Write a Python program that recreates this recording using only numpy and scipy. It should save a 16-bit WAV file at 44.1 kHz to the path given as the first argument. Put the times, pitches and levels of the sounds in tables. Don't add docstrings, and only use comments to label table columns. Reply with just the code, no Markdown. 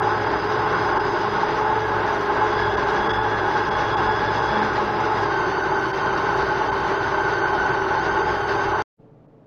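import sys
import numpy as np
from scipy import signal
from scipy.fft import rfft, irfft, next_fast_len
from scipy.io import wavfile
from scipy.ndimage import uniform_filter1d

SR = 44100
rng = np.random.default_rng(int(sys.argv[2]) if len(sys.argv) > 2 else 0)


def attenuation_scalar(level_db):
    decades = np.asarray(level_db, float) / 20
    return 10 ** decades


def materialize(psi):
    bounded = np.clip(np.atleast_2d(psi).T, -1, 1)
    quanta = np.round(bounded * 32767).astype(np.int16)
    wavfile.write(sys.argv[1], SR, quanta)


N = 417186
T = np.arange(N) / SR

# hz, level_db_per_hz
KITCHEN_SPECTRUM = [(12, -38), (20, -10), (75, -19), (109, -22), (149, -3), (182, -9.5), (304, -9),
                    (408, -15), (439, -14), (534, -12.5), (1770, -37.5), (7000, -60), (9100, -74),
                    (15400, -120)]
# hz, level_db
FRIDGE_TONES = [(118.4, -57), (150.7, -57), (301.5, -69), (441.4, -62.5)]
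# time_s, peak_db
LUMP_KNOCKS = [(0.071, -13), (0.283, -8), (0.332, -12.5), (0.845, -11.5), (0.979, -13), (1.134, -13),
               (1.317, -16), (1.431, -2.5), (1.618, -9), (1.884, -8), (2.084, -11), (2.305, -6.5),
               (2.417, -12), (2.779, -16), (3.001, -16), (3.182, -15), (3.702, -15), (3.732, -13),
               (4.112, -12), (4.434, -10), (4.6, -10), (4.778, -12), (4.907, -16), (5.206, -17),
               (5.345, -10), (5.72, -19), (6.423, -13), (6.913, -15), (7.078, -14), (7.182, -16),
               (7.535, -13), (7.735, -8), (7.949, -6), (8.217, -10), (8.451, -10), (8.702, -15),
               (8.78, -15)]
# time_s, half_length_s, level_db
BOWL_SINGS = [(0.076, .04, -30), (0.34, .04, -27.5), (0.977, .05, -25.5), (1.654, .07, -24.5),
              (1.747, 0.048, -28), (2.093, 0.031, -27), (2.44, .08, -25.5), (2.829, 0.041, -28.5),
              (3.223, 0.086, -28), (3.557, 0.043, -22.5), (3.737, .035, -23), (3.8, 0.046, -25.5),
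              (4.02, 0.045, -30), (4.127, 0.046, -28.5), (4.232, 0.035, -23), (4.311, .045, -25.5),
              (4.592, 0.05, -25), (4.992, .13, -25.5), (5.13, 0.033, -27), (6.603, 0.12, -32),
              (7.218, .07, -27.5), (7.545, 0.041, -27.5), (7.983, 0.086, -26.5), (8.262, .08, -27.5),
              (8.797, 0.035, -29.5)]
# hz, width_hz, level_db
BOWL_MODES = [(358.4, 37.6, -7), (442.7, 27.6, -7), (620.5, 70, -10.5), (859.8, 36.8, -2.5),
              (773, 84, -9.5), (895, 50.5, -6.5), (1055, 109, -6.5), (1308, 67, -12.5), (1448, 43.5, -9),
              (1559, 77, -11), (2144, 73, -23.5), (2716, 60, -24.5), (2930, 130, -31), (3704, 150, -30.5),
              (5930, 730, -40.5)]
# hz, level_db_per_hz
CHURN_SPECTRUM = [(12, -49), (35, -29), (80, -25.5), (130, -10.5), (230, -18), (320, -10.5), (520, -14.5),
                  (1200, -15.5), (1800, -17.5), (2400, -28), (3100, -30.5), (4250, -33), (5000, -33),
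                  (5500, -39), (6300, -40), (6700, -58), (7000, -46.5),]
# level_db, then change_db for weight off, lid uncovered, bogged down
MESH_LAWS = [(-41.5, 4.5, 3.5, 8.5), (-51, -3, 13.5, .5), (-48, -12.5, 10.5, -2), (-72, 5, -4, 17)]
MESH_WIDTHS_HZ = [18, 65, 115, 170]
# time_s, shaft_hz
SHAFT_SPEED = [(0, 105), (.15, 107), (.35, 101.5), (.6, 108.3), (.95, 102.5), (1.45, 104.5), (1.8, 108.5),
               (2.3, 101), (2.47, 106.5), (2.85, 102), (3.2, 109.5), (3.45, 105), (4.5, 107), (4.8, 104),
               (5.15, 105.5), (5.4, 98.5), (6.9, 98), (8.82, 100)]
# time_s, weight_off_0_1, uncovered_0_1
LID_HAND = [(0, .02, .02), (1.2, .05, .02), (1.6, .45, .05), (2.0, .9, .05), (2.4, .95, .2),
            (2.6, .95, 1.05), (2.76, .95, .8), (2.85, .9, .3), (3.05, .95, .75), (3.12, .95, 1.45),
            (3.2, .95, .8), (3.45, .9, .5), (3.9, .95, .8), (4.58, .95, .85), (4.8, .4, .05),
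            (5.2, .05, .02)]
# order_in_quarter_shaft_rates, level_db
BLADE_ORDERS = [(1, -55), (13.6, -42), (15, -39)]
# level_db, then change_db for weight off, lid uncovered, bogged down
SECOND_LAW = (-51, 5.5, 0, -3)
# level_db, then the same three changes in db
HUM_LAW = (-46, 1, 6, 1.5)
# level_db, then the same three changes in db
FIFTH_LAW = (-54, -3.3, 0.1, 9)
# time_s, level_db
BLADE_GRIP = [(0, -31), (1.4, -31.5), (1.6, -29.5), (2.75, -30.5), (2.9, -32.5), (3.3, -32.5), (3.5, -36),
              (4.9, -35.5), (5.3, -31.5), (6.7, -31.5), (7.6, -33), (8.0, -30.5), (8.8, -35.5)]
# time_s, half_length_s, gain_db
LID_BUZZES = [(1.3, .12, 13), (2.55, 0.16, 3), (3.05, .08, 7), (4.595, .12, 12), (4.884, .12, 12)]
# time_s, half_length_s, gain_db
BASE_ROCKS = [(.19, .08, 3), (.39, .1, -2.5), (.59, .1, 2.5), (1.5, 0.14, -13), (1.85, 0.18, 2),
              (2.3, 0.094, -9), (2.65, .08, 4), (2.87, .1, -8), (3.06, .06, -10.5), (3.21, .1, 2.5),
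              (4.4, 0.27, 1.5), (4.8, .08, -3), (5.17, 0.066, 3), (5.9, .12, -7.5), (6.07, .08, 4.5),
              (8.72, .1, 3)]
# hz, level_db_per_hz
HISS_SPECTRUM = [(6900, -10.5), (7250, 2), (7450, -9.5), (7560, 2.5), (7900, -5), (8300, 0.5), (10000, 1),
                 (11000, -2), (15700, -3.5)]
# hz, threshold_db
GATE_THRESHOLD = [(2200, -13), (2900, -6.5), (3500, -5), (4300, -1), (4800, -3), (5500, 1), (6300, 1),
                  (6900, 4), (7800, 5), (8500, 3.7), (11000, 3.2), (16000, 2.2)]
GAPS_HZ = [6710, 7470, 12000]
DROPOUTS_S = [.012, .99, 2.763, 3.085, 3.126, 3.702, 3.96, 5.924, 6.711, 9.272]

CUT_S, FADE_IN_S = 8.8232, 8.968
KITCHEN_DB = -52
KNOCK_DB = 33
SING_HZ, SING_SPREAD_HZ = 857, 12
CHURN_DB, SURGE_DB, SURGE_HZ = -22, 0.44, 5.7
THICK_DB = -0.8
DULLING, SHIMMER_DB, UNCOVERED_DB, BOGGED_DB = 1.1, 0.88, 0.8, 0.1
MESH_HZ, MESH_RISE_HZ, MESH_SAG_HZ, MESH_PER_SHAFT_HZ = 1652, 22, 90, 4
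SHAKE, SHAKE_BOGGED = .004, .018
BOG_S, BOG_RAMP_S = 5.2, .15
HUNT_HZ, HUNT_RATE_HZ = 1.3, 3
UNBALANCE_DB, UNBALANCE_DB_PER_HZ = -39.3, .85
BEAT_DB = 3.0
TOP, START_STEP = 1.1, .1


def rms_one(x):
    return x / np.sqrt(np.mean(x ** 2) + 1e-20)


def in_time(rows):
    s, *columns = np.transpose(rows)
    return [np.interp(T, s, c) for c in columns]


def bumps_db(events):
    return sum(db * np.clip(2 - 2 * np.abs(T - s) / half_s, 0, 1) for s, half_s, db in events)


def drift(rate_hz):
    r = np.exp(-2 * np.pi * 16 * rate_hz / SR)
    noise = rng.standard_normal(N // 16 + 5002)
    slow = signal.lfilter([1], [1, -2 * r, r * r], noise)[5000:]
    return np.interp(np.arange(N) / 16, np.arange(len(slow)), rms_one(slow))


def coloured(x, spectrum):
    size = next_fast_len(N)
    hz = np.maximum(np.arange(size // 2 + 1) * SR / size, 1)
    last_hz, last_db = spectrum[-1]
    points = np.array(spectrum + [(last_hz * 1.15, last_db - 30), (SR / 2, -120)])
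    gain_db = np.interp(np.log(hz), np.log(points[:, 0]), points[:, 1])
    return irfft(rfft(x, size) * attenuation_scalar(gain_db), size)[:N]


def resonance(x, hz, width_hz):
    r = np.exp(-np.pi * width_hz / SR)
    zeros = np.array([1, 0, -1]) * (1 - r * r) / 2
    return signal.lfilter(zeros, [1, -2 * r * np.cos(2 * np.pi * hz / SR), r * r], x)


def butter(x, hz, kind, order=2):
    return signal.sosfilt(signal.butter(order, hz, kind, fs=SR, output="sos"), x)


def shaky_line(hz, width_hz, rough):
    phase = 2 * np.pi * (np.cumsum(hz) / SR + rng.random())
    rough = np.clip(rough, 0, 1)
    in_phase = np.sqrt(2 * (1 - rough)) + np.sqrt(rough) * drift(width_hz)
    return in_phase * np.sin(phase) + np.sqrt(rough) * drift(width_hz) * np.cos(phase)


def controls():
    return (*in_time(LID_HAND), np.clip((T - BOG_S) / BOG_RAMP_S, 0, 1))


def tone_db(law, wander_db, wander_hz):
    change_db = sum(db * c for db, c in zip(law[1:], controls()))
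    return law[0] + change_db + wander_db * drift(wander_hz)


def thin_treble(x):
    hz, s, parts = signal.stft(x, SR, "cosine", nperseg=1880)
    power = np.abs(parts) ** 2 + 1e-20
    usual_db = uniform_filter1d(10 * np.log10(power.mean(axis=1)), size=40)
    loud_db = 10 * np.log10(power.sum(axis=0))
    band_chance = rng.standard_normal((len(hz) // 10 + 1, len(s)))
    band_chance = np.repeat(band_chance, 10, axis=0)[:len(hz)]
    gate_db = (usual_db + np.interp(hz, *np.transpose(GATE_THRESHOLD), left=-200))[:, None]
    gate_db = gate_db + 1.9 * band_chance + .5 * rng.standard_normal(len(s))
    gate_db = gate_db + .3 * (loud_db - np.median(loud_db))
    gate_db = gate_db + 30 * sum(np.abs(hz - gap_hz) < 24 for gap_hz in GAPS_HZ)[:, None]
    keep = (power > attenuation_scalar(2 * gate_db)) | (s > CUT_S - .012)
    return signal.istft(parts * keep, SR, "cosine", nperseg=1880)[1][:N]


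def kitchen():
    tone = attenuation_scalar(KITCHEN_DB + 0.5) * rms_one(coloured(rng.standard_normal(N), KITCHEN_SPECTRUM))
    fridge = sum(attenuation_scalar(db) * shaky_line(np.full(N, hz), width_hz=7, rough=.4) for hz, db in FRIDGE_TONES)
    return tone + fridge


def knocks():
    s, db = np.transpose(LUMP_KNOCKS)
    out, chance_db = 0, rng.standard_normal((len(s), 3))
    modes = [(855, 42, 6.5), (1040, 140, -4.0), (1500, 120, -3.5)]  # hz, width_hz, level_db
    for k, (hz, width_hz, mode_db) in enumerate(modes):
        clicks = np.full(N, 1e-18)
        clicks[(s * SR).astype(int)] = attenuation_scalar(db + mode_db + chance_db[:, k])
        soft_clicks = butter(clicks, 900, "low", order=4)
        out = out + (-1) ** k * resonance(soft_clicks, hz, width_hz)
    return attenuation_scalar(KNOCK_DB) * out


def singing():
    swell = sum(attenuation_scalar(db) * np.cos(np.pi / 2 * np.clip((T - s) / half_s, -1, 1))
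                for s, half_s, db in BOWL_SINGS)
    return swell * shaky_line(SING_HZ + SING_SPREAD_HZ * drift(9), width_hz=30, rough=.2)


def churn(shaft_hz):
    _, uncovered, bogged = controls()
    surge_db = SURGE_DB * drift(SURGE_HZ)
    bright_db = SHIMMER_DB * drift(13) - DULLING * surge_db + UNCOVERED_DB * uncovered + BOGGED_DB * bogged
    blade = np.sin(2 * np.pi * np.cumsum(shaft_hz) / 4 / SR)
    sizes = attenuation_scalar(3.73 * np.minimum(rng.exponential(1, N), 5)) * rng.choice([-1, 1], N)
    impacts = rms_one(sizes * (rng.random(N) < 900 / SR))
    drive = (rng.standard_normal(N) + 0.36 * impacts) * attenuation_scalar(0.19 * blade + 0.88 * drift(11.0))
    rings = 0
    for k, (hz, width_hz, db) in enumerate(BOWL_MODES):
        ring = resonance(resonance(drive, hz, 1.55 * width_hz), hz, 1.55 * width_hz)
        rings = rings + (-1) ** k * attenuation_scalar(db + drift(18)) * ring
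    splash = rng.standard_normal(N) * attenuation_scalar(1.18 * drift(19))
    x = rings + coloured(splash + 0.26 * impacts, CHURN_SPECTRUM)
    treble = butter(x, 1800, "high")
    return attenuation_scalar(CHURN_DB + surge_db + THICK_DB * bogged) * rms_one(x + treble * (attenuation_scalar(bright_db) - 1))


def gear_whine(shaft_hz):
    _, uncovered, bogged = controls()
    mesh_hz = MESH_HZ + MESH_RISE_HZ * uncovered - MESH_SAG_HZ * bogged
    mesh_hz = mesh_hz + MESH_PER_SHAFT_HZ * (shaft_hz - 105)
    mesh_hz = mesh_hz * (1 + SHAKE * drift(12))
    smear = SHAKE_BOGGED * bogged * drift(25)
    levels_db = [tone_db(law, wander_db=1.4, wander_hz=3.1) for law in MESH_LAWS]
    out = attenuation_scalar(levels_db[0] - 3.0) * shaky_line(mesh_hz * .948, width_hz=57, rough=0.31)
    out += attenuation_scalar(levels_db[1] - 6.5) * shaky_line(2 * mesh_hz + shaft_hz, width_hz=34, rough=0.74)
    third_side_db = levels_db[2] - 8.5 + 5.7 * uncovered
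    out += attenuation_scalar(third_side_db) * shaky_line(3 * mesh_hz - 1.8 * shaft_hz, width_hz=89, rough=0.69)
    for k, (db, width_hz) in enumerate(zip(levels_db, MESH_WIDTHS_HZ)):
        harmonic_hz = (k + 1) * mesh_hz * (1 + smear * min(k, 1))
        out += attenuation_scalar(db) * shaky_line(harmonic_hz, width_hz, rough=[.5, .6, .8, .88][k])
    return out


def shaft():
    return in_time(SHAFT_SPEED)[0] + HUNT_HZ * controls()[2] * drift(HUNT_RATE_HZ)


def motor(shaft_hz):
    unbalance_db = bumps_db(BASE_ROCKS) + UNBALANCE_DB + UNBALANCE_DB_PER_HZ * (shaft_hz - 105)
    second_db = tone_db(SECOND_LAW, wander_db=1.2, wander_hz=1.5) + bumps_db(LID_BUZZES)
    beat_db = BEAT_DB * controls()[2] * np.sin(np.pi / 2 * np.cumsum(shaft_hz) / SR)
    fourth_db = in_time(BLADE_GRIP)[0] + beat_db
    fifth_db = tone_db(FIFTH_LAW, wander_db=1.5, wander_hz=2.5)
    hum_db = tone_db(HUM_LAW, wander_db=1.5, wander_hz=4.1)
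    out = attenuation_scalar(unbalance_db) * shaky_line(shaft_hz, width_hz=8, rough=.07)
    out += attenuation_scalar(second_db) * shaky_line(2 * shaft_hz, width_hz=5, rough=.15)
    out += attenuation_scalar(fourth_db) * shaky_line(4 * shaft_hz, width_hz=10, rough=.08)
    out += attenuation_scalar(fifth_db) * shaky_line(1.25 * shaft_hz, width_hz=5, rough=.2)
    for order, db in BLADE_ORDERS:
        out += attenuation_scalar(db) * shaky_line(order / 4 * shaft_hz, width_hz=6, rough=.5)
    return out + attenuation_scalar(hum_db) * shaky_line(np.full(N, 59.6), width_hz=16, rough=0.36)


def scene():
    shaft_hz = shaft()
    blender = motor(shaft_hz) + gear_whine(shaft_hz) + churn(shaft_hz) + knocks() + singing()
    smear = attenuation_scalar(-29) * np.clip(1 - (T - CUT_S) / .016, 0, 1)
    running = np.maximum(np.clip((CUT_S - T) / .0002, 0, 1), smear)
    fade_in = np.clip((T - FADE_IN_S) / .034, 0, 1) ** 2.2
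    return (blender * running + kitchen() * fade_in)[None]


def low_pass(x):
    return signal.sosfilt(signal.butter(12, 15720, fs=SR, output="sos"), x)


def record(dry):
    flutter = attenuation_scalar(.8 * drift(40) + .4 * drift(14)) * np.clip((CUT_S - T) / .001, 0, 1)
    hiss = attenuation_scalar(-60.0) * coloured(rng.standard_normal(N), HISS_SPECTRUM) * flutter
    x = thin_treble(TOP * np.tanh(dry[0] / TOP) + hiss) + START_STEP * np.exp(-T / .0003)
    dip = np.minimum(1.3 * sum(np.exp(-((T - s) / .0065) ** 2) for s in DROPOUTS_S), 1)
    backward = butter(x[::-1], 1900, "high", order=4)
    treble = butter(backward[::-1], 1900, "high", order=4)
    noise_floor = attenuation_scalar(-94) * rng.standard_normal(N) * (T > FADE_IN_S)
    mix = x - .85 * dip * treble + noise_floor
    return low_pass(mix[None])


dry = scene()
out = record(dry)
materialize(out)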